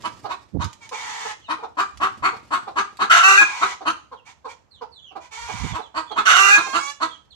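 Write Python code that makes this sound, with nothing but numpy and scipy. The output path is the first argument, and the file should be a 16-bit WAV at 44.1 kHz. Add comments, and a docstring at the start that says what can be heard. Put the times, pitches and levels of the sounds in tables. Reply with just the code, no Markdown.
"""An alarmed hen clucks in a shed and twice breaks into a loud squawk.
Her voice is a stream of air pulses, shaped by the ringing (resonances) of her throat.
Farther back a second hen clucks softly, others whine hoarsely, and a chick whistles its peeps.
Clothing rustles and a key ticks over a low rumble; puffs of air buffet the right microphone opening."""
import sys
import numpy as np
from scipy import signal
from scipy.fft import rfft, irfft, next_fast_len
from scipy.io import wavfile
from scipy.ndimage import uniform_filter1d, minimum_filter1d, map_coordinates

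SR = 44100
rng = np.random.default_rng(int(sys.argv[2]) if len(sys.argv) > 2 else 0)


def store_pcm(level_fs):
    """Save levels as 16-bit WAV."""
    pcm = np.round(np.clip(level_fs, -1, 1) * 32767).astype(np.int16)
    wavfile.write(sys.argv[1], SR, np.atleast_2d(pcm).T)


N = 324135
TREBLE_LIMIT_HZ = 14500
# tone of the steady background noise: (frequency [Hz], relative level [dB])
RUMBLE_TONE = [(25, -33.5), (70, 13), (250, -5.5), (1000, -6.5), (1800, -14.5), (6000, -33.5), (9000, -50),
               (14000, -42.5)]


def amp(db):
    """Turns decibels into a gain to multiply by."""
    return 10 ** (np.asarray(db) / 20)


def normalised(x):
    """Scales a sound to an average (rms) level of 1."""
    return x / np.sqrt(np.mean(x ** 2) + 1e-20)


def steadied(x):
    """Irons out slow changes in loudness."""
    return x / np.sqrt(abs(uniform_filter1d(x ** 2, size=700)) + 1e-12)


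def look_up(table, hz):
    """Reads between the rows of a table, on a log-frequency scale."""
    row_hz, value = np.transpose(table)
    return np.interp(np.log(hz + 1), np.log(row_hz + 1), value)


def add(mix, start, sound):
    """Mixes a sound in at a start time in seconds."""
    part = mix[max(round(start * SR), 0):][:len(sound)]
    part += sound[:len(part)]


def shaped(x, tone, amount=1):
    """Filters a sound by a table of (frequency [Hz], gain [dB])."""
    size = next_fast_len(x.shape[-1] + 1024)
    gain = amp(amount * look_up(tone, np.fft.rfftfreq(size, 1 / SR)))
    return irfft(rfft(x, size) * gain, size)[..., :x.shape[-1]]


def waver(size, rate_hz):
    """A smooth random wobble, about 1 in size."""
    points = rng.standard_normal(2048)
    return map_coordinates(points, [np.arange(size) * rate_hz / SR], order=2, mode="wrap")


def faded(t, in_s, out_s):
    """A gain that fades in, holds and fades out."""
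    return np.clip(t / in_s, 0, 1) * np.clip((t[-1] - t) / out_s, 0, 1)


def resonate(x, hz, width_hz):
    """A resonance: lets through a band around hz, which may move."""
    spin = np.exp(2j * np.pi * np.cumsum(hz * np.ones(len(x))) / SR)
    r = np.exp(-np.pi * width_hz / SR)
    return 2 * (spin * signal.lfilter([(1 - r) ** 2], [1, -2 * r, r * r], x / spin + 1e-18)).real


def shed(x, tail_db, right_lag_s):
    """Sound arrives directly, then bounces off the walls and blurs into a fading tail."""
    # how long the shed rings: (frequency [Hz], time to fade by 60 dB [s])
    ring_times = [(200, 0.41), (1200, 0.3), (7000, 0.43), (14000, 0.19)]
    # wall echoes: (delay [s], left gain [factor], right gain [factor])
    wall_echoes = [(.0031, 0.78, -0.054), (.0058, -0.0029, -0.38), (.0094, .25, .15)]
    bounces = np.zeros((2, SR // 2))
    slots = np.arange(40, SR // 2 - 20, 20)
    arrivals = slots + rng.integers(0, 20, (2, len(slots)))
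    np.put_along_axis(bounces, arrivals, rng.choice([-1., 1.], arrivals.shape), 1)
    hz, t, spectrum = signal.stft(bounces, SR, nperseg=256)
    decay = amp(-60 * t / look_up(ring_times, hz)[:, None])
    tail = signal.istft(spectrum * decay, SR, nperseg=256)[1]
    response = amp(tail_db) * tail / np.linalg.norm(tail[0])
    # nearby clutter scatters the treble straight away
    early = np.exp(-np.arange(tail.shape[1]) / SR / 0.015)
    response += shaped(response, [(1200, 5.5), (4000, 11.5)]) * early
    response[0, 0] += 1
    response[1, round(right_lag_s * SR)] += 1
    for delay, left, right in wall_echoes:
        response[:, round(delay * SR)] += left, right
    return amp(-2.5) * signal.fftconvolve(x[None], response, axes=1)[:, :N]


def noise_suppressor(x, threshold_db, depth):
    """Turns down frequencies that hardly rise above the background."""
    hz, _, spectrum = signal.stft(x, SR, nperseg=1024, noverlap=768)
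    power = (abs(spectrum) ** 2).mean(0)
    power = uniform_filter1d(uniform_filter1d(power, size=5, axis=0), size=3, axis=1)
    threshold = amp(threshold_db + look_up(RUMBLE_TONE, hz)[:, None]) ** 2
    weakness = 1 / (1 + abs(power) / threshold)
    return signal.istft(spectrum * (1 - depth * weakness), SR, nperseg=1024, noverlap=768)[1][:, :N]


def limiter(x):
    """Quickly turns down peaks above full scale and clips any that slip past."""
    gain = 1 / np.maximum(abs(x).max(0), 1)
    return np.clip(x * uniform_filter1d(minimum_filter1d(gain, size=200), size=400), -1, 1)


def rumble():
    """Faint, steady, low noise."""
    return amp(-58.5) * normalised(shaped(rng.standard_normal((2, N)), RUMBLE_TONE))


def clothing():
    """Cloth slips in uneven bursts as its wearer moves."""
    # strength of the rustle: (time [s], level [dB])
    levels = [(0, -42.5), (0.352, -56.5), (.5, -59), (1.799, -61), (2.299, -53), (4.2, -71.5)]
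    slips = rng.standard_normal(N) * np.exp(.5 * waver(N, 90))
    cloth = normalised(shaped(slips, [(30, -24), (110, 1.5), (900, -16), (6000, -26), (14000, -46)]))
    return cloth * amp(np.interp(np.arange(N) / SR, *np.transpose(levels)))


def key_ticks():
    """A key and its tag tap together, each tap a tiny burst of noise."""
    # taps: (time [s], peak level [dB])
    taps = [(.022, -34.5), (.644, -21), (.7305, -31), (0.892, -27), (1.9737, -32), (2.971, -35.5),
            (3.906, -21)]
    out, t = np.zeros(N), np.arange(1024) / SR
    for start, db in taps:
        burst = rng.standard_normal(len(t)) * np.exp(-t / 0.0019)
        tick = shaped(burst, [(400, -17), (1500, -6), (3500, -4.5), (6000, -5.5), (14000, -32.5)])
        add(out, start, amp(db) * tick / abs(tick).max())
    return out


def air_puffs():
    """Swirls of air thump on the right microphone opening; shorter ones reach higher in pitch."""
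    # puffs: (time of the peak [s], rough half length [s], level [dB])
    puffs = [(.553, 0.0038, -17.5), (0.569, 0.0029, -15.5), (0.597, 0.006, -18), (.658, 0.007, -21),
             (1.977, 0.013, -42.5), (2.229, 0.0088, -38.5), (5.448, 0.017, -41.5), (5.549, 0.0074, -29.5),
             (5.637, .012, -21.5), (5.654, 0.005, -20.5), (5.731, 0.0083, -24)]
    out, t = np.zeros(N), np.arange(-SR // 8, SR // 8) / SR
    for peak_s, half_s, db in puffs:
        top_hz = 167.5 * (0.0056 / half_s) ** 0.84
        tone = [(25, -45), (45, -18), (70, 0), (top_hz, -3), (3 * top_hz, -28), (12 * top_hz, -90)]
        swirl = steadied(shaped(rng.standard_normal(len(t)), tone))
        add(out, peak_s + t[0], amp(db) * swirl / np.cosh(0.59 * t / half_s))
    return np.array([amp(-41) * out, out])


def chick():
    """Fluttering whistles that grow louder as they fall, with a faint note an octave above."""
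    # peeps: (start [s], length [s], base level [dB], first pitch [Hz], last pitch [Hz])
    peeps = [(1.405, 0.076, -51.5, 3510, 2510), (1.432, 0.067, -56, 4280, 3420),
             (4.143, 0.072, -55.5, 4170, 2460), (4.704, .098, -52, 4640, 2714),
             (4.912, 0.096, -49, 4870, 3016), (5.012, .11, -45, 3576, 2696), (5.68, 0.086, -42, 3760, 2980),
             (5.809, .065, -48.5, 4150, 2950), (6.057, 0.13, -44.5, 3445, 3090),
             (7.069, 0.092, -43, 3630, 3040), (7.303, 0.036, -47.5, 4520, 3040)]
    swell_db, flutter_db = 3, 4
    out = np.zeros(N)
    for start, length, db, first_hz, last_hz in peeps:
        size = int(length * SR)
        hz = np.geomspace(first_hz, last_hz, size) * (1 + 0.029 * waver(size, 300))
        phase = 2 * np.pi * np.cumsum(hz) / SR
        whistle = np.sin(phase) + amp(-25.5) * np.sin(2 * phase)
        level = db + swell_db * np.linspace(-1, 0, size) + flutter_db * waver(size, 120)
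        add(out, start, amp(level) * whistle * signal.windows.tukey(size, .4))
    return out


def voice_box(hz, rough, jitter, uneven):
    """Membranes chop the breath into pulses; a rough voice shakes in pitch and turns to noise."""
    rough = np.clip(rough, 0, 1)
    cycles = np.cumsum(hz * (1 + jitter * (rough + 0.055) * waver(len(hz), 350))) / SR
    harmonic = np.arange(1, 37)[:, None]
    smear = 0.17 * harmonic ** 2  # the membranes take time to close, which spreads each pulse
    waves = np.cos(2 * np.pi * harmonic * cycles + smear) * (harmonic * hz < TREBLE_LIMIT_HZ)
    pulses = waves.sum(0) * (1 + uneven * np.cos(np.pi * cycles))  # strong and weak take turns
    breath = (0.32 + np.exp(-(cycles % 1) / 0.15)) * rng.standard_normal(SR)[:len(hz)]
    return (1 - rough) * normalised(pulses) + rough * normalised(breath)


def clucks(calls, tone, glide, swell_db, rough, jitter, width_hz, throat_db, vary_db):
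    """Short pushes of voice; glide (pitch factors) and swell_db are spread evenly over each one."""
    out = np.zeros(N)
    for start, length, db, hz, throat_hz in calls:
        progress = np.linspace(0, 1, int(length * SR))
        bend = np.interp(progress, np.linspace(0, 1, len(glide)), glide)
        push = amp(np.interp(progress, np.linspace(0, 1, len(swell_db)), swell_db))
        buzz = voice_box(hz * bend, rough, jitter, uneven=0.39)
        # the throat's resonance rises with the pitch as the beak opens
        throat = resonate(buzz, throat_hz * bend ** 0.55, width_hz)
        voice = shaped(buzz, tone) + amp(throat_db) * throat
        # the treble differs from cluck to cluck and is strongest at full push
        dull = shaped(voice, [(1400, -0.5), (2800, -9)])
        treble_hz = np.geomspace(1500, TREBLE_LIMIT_HZ, 20)
        treble_tone = np.column_stack([treble_hz, vary_db * rng.standard_normal(20)])
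        voice = dull + shaped(voice - dull, treble_tone) * push / push.max()
        add(out, start, steadied(voice) * amp(db) * push * signal.windows.tukey(len(push), .12))
    return out


def long_calls(calls, tone, jitter, uneven, lower_width_hz, upper_width_hz, throat_db, dip, wobble):
    """Held notes ring through a lower and an upper throat resonance; hoarse ones wobble in pitch."""
    out = np.zeros(N)
    for start, fade, db, hz, rough, lower_hz, upper_hz, upper_db in calls:
        buzz = voice_box(hz * (1 + wobble * rough * waver(len(hz), 50)), rough, jitter, uneven)
        clearness = 2 * (1 - rough) ** 2
        lower = resonate(buzz, lower_hz, lower_width_hz)
        upper = amp(upper_db) * clearness * resonate(buzz, upper_hz, upper_width_hz)
        voice = shaped(buzz, tone) + amp(throat_db) * (lower + upper)
        # a band just above the upper resonance is swallowed; rasp fills it back in
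        band = voice
        for dip_hz in (1.21 * upper_hz, 1.21 * upper_hz[::-1]):  # both ways, so the waves line up
            band = resonate(band, dip_hz, 950)[::-1]
        voice = voice - dip * np.clip(clearness, 0, 1) * band
        add(out, start, steadied(voice) * amp(db) * fade)
    return out


def whining_hens():
    """Hoarse, slowly swelling notes, sung with the beak nearly still."""
    # whines: (start [s], length [s], level [dB], first pitch [Hz], last pitch [Hz], roughness [0-1])
    whines = [(0.802, 0.083, -45, 446.6, 451, 0.3), (.912, 0.43, -34.5, 459, 434.4, .5),
              (3.43, 0.32, -34, 528.2, 490, 0.6), (4.247, 0.083, -47.5, 465.6, 455, 0.63),
              (4.473, 0.067, -43, 487, 466, 0.55), (5.198, 0.087, -49.5, 502, 520, 0.38),
              (5.306, .19, -37.5, 448.8, 474, 0.28), (5.459, 0.28, -37.5, 487, 487, 0.65),
              (6.59, .34, -34.5, 515.6, 576.8, 0.06)]
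    # steady tone of these voices: (frequency [Hz], gain [dB])
    tone = [(200, -66), (450, -20.5), (560, -20), (720, -5.5), (930, 4.5), (1400, -5), (2000, -4),
            (2400, -7.5), (3150, -5.5), (3700, -12), (4800, -16), (6500, -14), (9000, -30), (14000, -48.5)]
    lower_hz, upper_start_hz, settle_s, swell_db_per_s = 947, 2604, 0.044, 3
    calls = []
    for start, length, db, first_hz, last_hz, rough in whines:
        t = np.arange(0, length, 1 / SR)
        hz = np.linspace(first_hz, last_hz, len(t))
        settled_hz = 4.33 * hz
        upper_hz = settled_hz + (upper_start_hz - settled_hz) * np.exp(-t / settle_s)
        upper_db = 37 * rough  # hoarseness brings out the upper resonance
        fade = faded(t, in_s=0.024, out_s=0.03)
        calls.append((start, fade, db + swell_db_per_s * t, hz, rough, lower_hz, upper_hz, upper_db))
    return long_calls(calls, tone, jitter=.06, uneven=0.19, lower_width_hz=1100, upper_width_hz=480,
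                      throat_db=-15, dip=0.21, wobble=.06)


def answering_hen():
    """Soft, falling clucks, pitched about an octave below the throat's resonance."""
    # clucks: (start [s], base level [dB], base throat resonance [Hz])
    answers = [(.241, -37, 797.5), (.911, -39, 973), (1.245, -40, 885), (1.58, -49.5, 878),
               (1.624, -37.5, 854), (2.323, -43, 882), (2.667, -38, 811), (3.804, -42, 740),
               (4.113, -44, 1006), (4.443, -40, 993), (4.809, -40.5, 954), (5.106, -56, 700),
               (5.151, -40.5, 771), (5.485, -40.5, 829), (5.781, -41, 841), (6.103, -39.5, 791),
               (6.662, -42, 761)]
    # steady tone of this voice: (frequency [Hz], gain [dB])
    tone = [(150, -19), (270, -3.5), (370, -13), (480, 2), (620, -4), (780, -6), (1300, -2.5), (1700, -17),
            (2500, -21), (4000, -23), (6500, -39.5), (14000, -64)]
    length_s = .04
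    calls = [(start, length_s, db, .52 * throat_hz, throat_hz) for start, db, throat_hz in answers]
    return clucks(calls, tone, glide=[1.02, 1.02, 0.82, .84], swell_db=[-3, 10, 4, -5.5],
                  rough=0.26, jitter=0.13, width_hz=550, throat_db=-1.5, vary_db=5.5)


def alarm_clucks():
    """Rising clucks; a harder one opens the beak wider, which raises the throat's resonance."""
    # clucks: (start [s], length [s], base level [dB], top pitch [Hz])
    alarms = [(0.033, 0.048, -29, 334.5), (0.284, 0.063, -31.5, 374), (0.59, 0.066, -30, 314),
              (1.48, .065, -25.5, 322.5), (1.767, 0.073, -21, 395.8), (1.998, 0.078, -21, 395.5),
              (2.221, 0.074, -19.5, 384.7), (2.504, 0.075, -22, 375), (2.755, .066, -20.5, 403.9),
              (2.987, 0.07, -20.5, 403.7), (3.401, 0.031, -19, 344.2), (3.608, 0.052, -18.5, 409),
              (3.85, .06, -21.5, 332.8), (5.725, 0.067, -31.5, 314.8), (5.94, 0.074, -27.5, 330.4),
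              (6.158, 0.059, -21, 431.7), (6.553, 0.061, -22.5, 343.7), (6.727, 0.065, -21, 338.3),
              (6.999, 0.062, -24, 328.5)]
    # steady tone of the clucks: (frequency [Hz], gain [dB])
    tone = [(120, -42.5), (190, -10), (270, -2.5), (400, -9), (480, -5.5), (590, -15.5), (780, -3),
            (1000, -5.5), (1500, -0.5), (2000, -8), (2450, -6.5), (2800, -13.5), (3300, -14), (4000, -14),
            (5200, -26), (6500, -25), (9000, -34), (14000, -55)]
    throat_hz, usual_db, hz_per_db = 1255, -19.5, 15.5
    calls = [(start, length, db, hz, throat_hz + hz_per_db * (db - usual_db))
             for start, length, db, hz in alarms]
    return clucks(calls, tone, glide=[.56, .85, 1, 1, 0.97], swell_db=[-13.5, -1, 6, -1.5, -3.5],
                  rough=0.39, jitter=.12, width_hz=447, throat_db=7, vary_db=7)


def alarm_squawks():
    """Three pushes run together: rasp, held note, higher lift. 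In each, effort sags and pitch climbs."""
    # squawks: (start [s], held note start [s], lift start [s], end [s], rasp level [dB],
    # held level [dB], lift level [dB], sag [dB/s], rasp pitch [Hz], held pitch [Hz])
    squawks = [(3.095, 3.236, 3.374, 3.431, -6, -4.5, -4.5, 80.5, 342.7, 382.9),
               (6.252, 6.392, 6.505, 6.575, -12.5, -12, -10.5, 6, 363.7, 391)]
    # the voice in each push: (roughness [0-1], its change [1/s], lower resonance [Hz],
    # its drift [Hz/s], upper resonance [Hz], its base gain [dB])
    pushes = [(.8, -2, 1438, -550, 2850, -8.5), (0.08, 1.66, 1325, 799, 2704, -11),
              (.08, 1.1, 1600, -600, 2430, -4.5)]
    # steady tone of the squawks: (frequency [Hz], gain [dB])
    tone = [(150, -25.5), (390, -16), (600, -14), (790, -3), (1400, -22.5), (1930, -4), (2350, -7),
            (2700, -9), (3300, -9.5), (3700, -13.5), (4150, -17.5), (5000, -25), (6100, -18), (9000, -35),
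            (14000, -47)]
    lift_hz, climb_hz_per_s, blend_s = 408.7, 76, 0.02
    calls = []
    for start, held_at, lift_at, end, rasp_db, held_db, lift_db, sag, rasp_hz, held_hz in squawks:
        t = np.arange(0, end - start, 1 / SR)
        begins = np.array([start, held_at, lift_at]) - start
        push = (t >= begins[1]).astype(int) + (t >= begins[2])
        age = t - begins[push]
        rough, roughening, lower_hz, drift, upper_hz, upper_db = np.array(pushes)[push].T
        db = np.array([rasp_db, held_db, lift_db])[push] - sag * age
        hz = np.array([rasp_hz, held_hz, lift_hz])[push] + climb_hz_per_s * age
        curves = np.array([db, hz, rough + roughening * age, lower_hz + drift * age, upper_hz, upper_db])
        blended = uniform_filter1d(curves, int(blend_s * SR))
        calls.append((start, faded(t, in_s=0.016, out_s=0.019), *blended))
    return long_calls(calls, tone, jitter=.07, uneven=0.26, lower_width_hz=366, upper_width_hz=357,
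                      throat_db=8.5, dip=1, wobble=0.027)


def scene():
    """The alarmed hen is nearest; the rest of the flock is deeper in the shed."""
    # the birds shift sideways as the microphone turns: (time [s], left minus right [dB])
    turning = [(0, -5), (1.501, 3), (3.902, 1.5), (4.3, -2.5), (6.998, -3.5)]
    background = rumble()
    hen = shed(alarm_clucks() + alarm_squawks(), tail_db=-3.5, right_lag_s=0.00023)
    flock = shed(answering_hen() + whining_hens() + chick(), tail_db=-4, right_lag_s=.00012)
    person = shed(key_ticks() + clothing(), tail_db=-9, right_lag_s=0)
    balance_db = np.interp(np.arange(N) / SR, *np.transpose(turning))
    return (hen + flock) * amp([balance_db / 2, -balance_db / 2]) + person + background


def record(dry):
    """Two microphone openings catch sound and air; faint noise, peaks and the top treble are cut."""
    # the left opening is duller; each side gets just under half: (frequency [Hz], left minus right [dB])
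    mismatch = [(100, -3.5), (700, -5), (1250, -1.5), (2300, -2), (4200, -8.5), (7500, -16.5),
                (14000, -13.5)]
    left, right = shaped(dry[0], mismatch, amount=0.48), shaped(dry[1], mismatch, amount=-0.44)
    picked_up = np.array([left, right]) + air_puffs()
    limited = limiter(noise_suppressor(picked_up, threshold_db=-77.5, depth=0.94))
    treble_cut = signal.firwin(511, TREBLE_LIMIT_HZ, window=("kaiser", 9), fs=SR)
    return signal.oaconvolve(limited, treble_cut[None], "same")


dry = scene()
out = record(dry)
store_pcm(out)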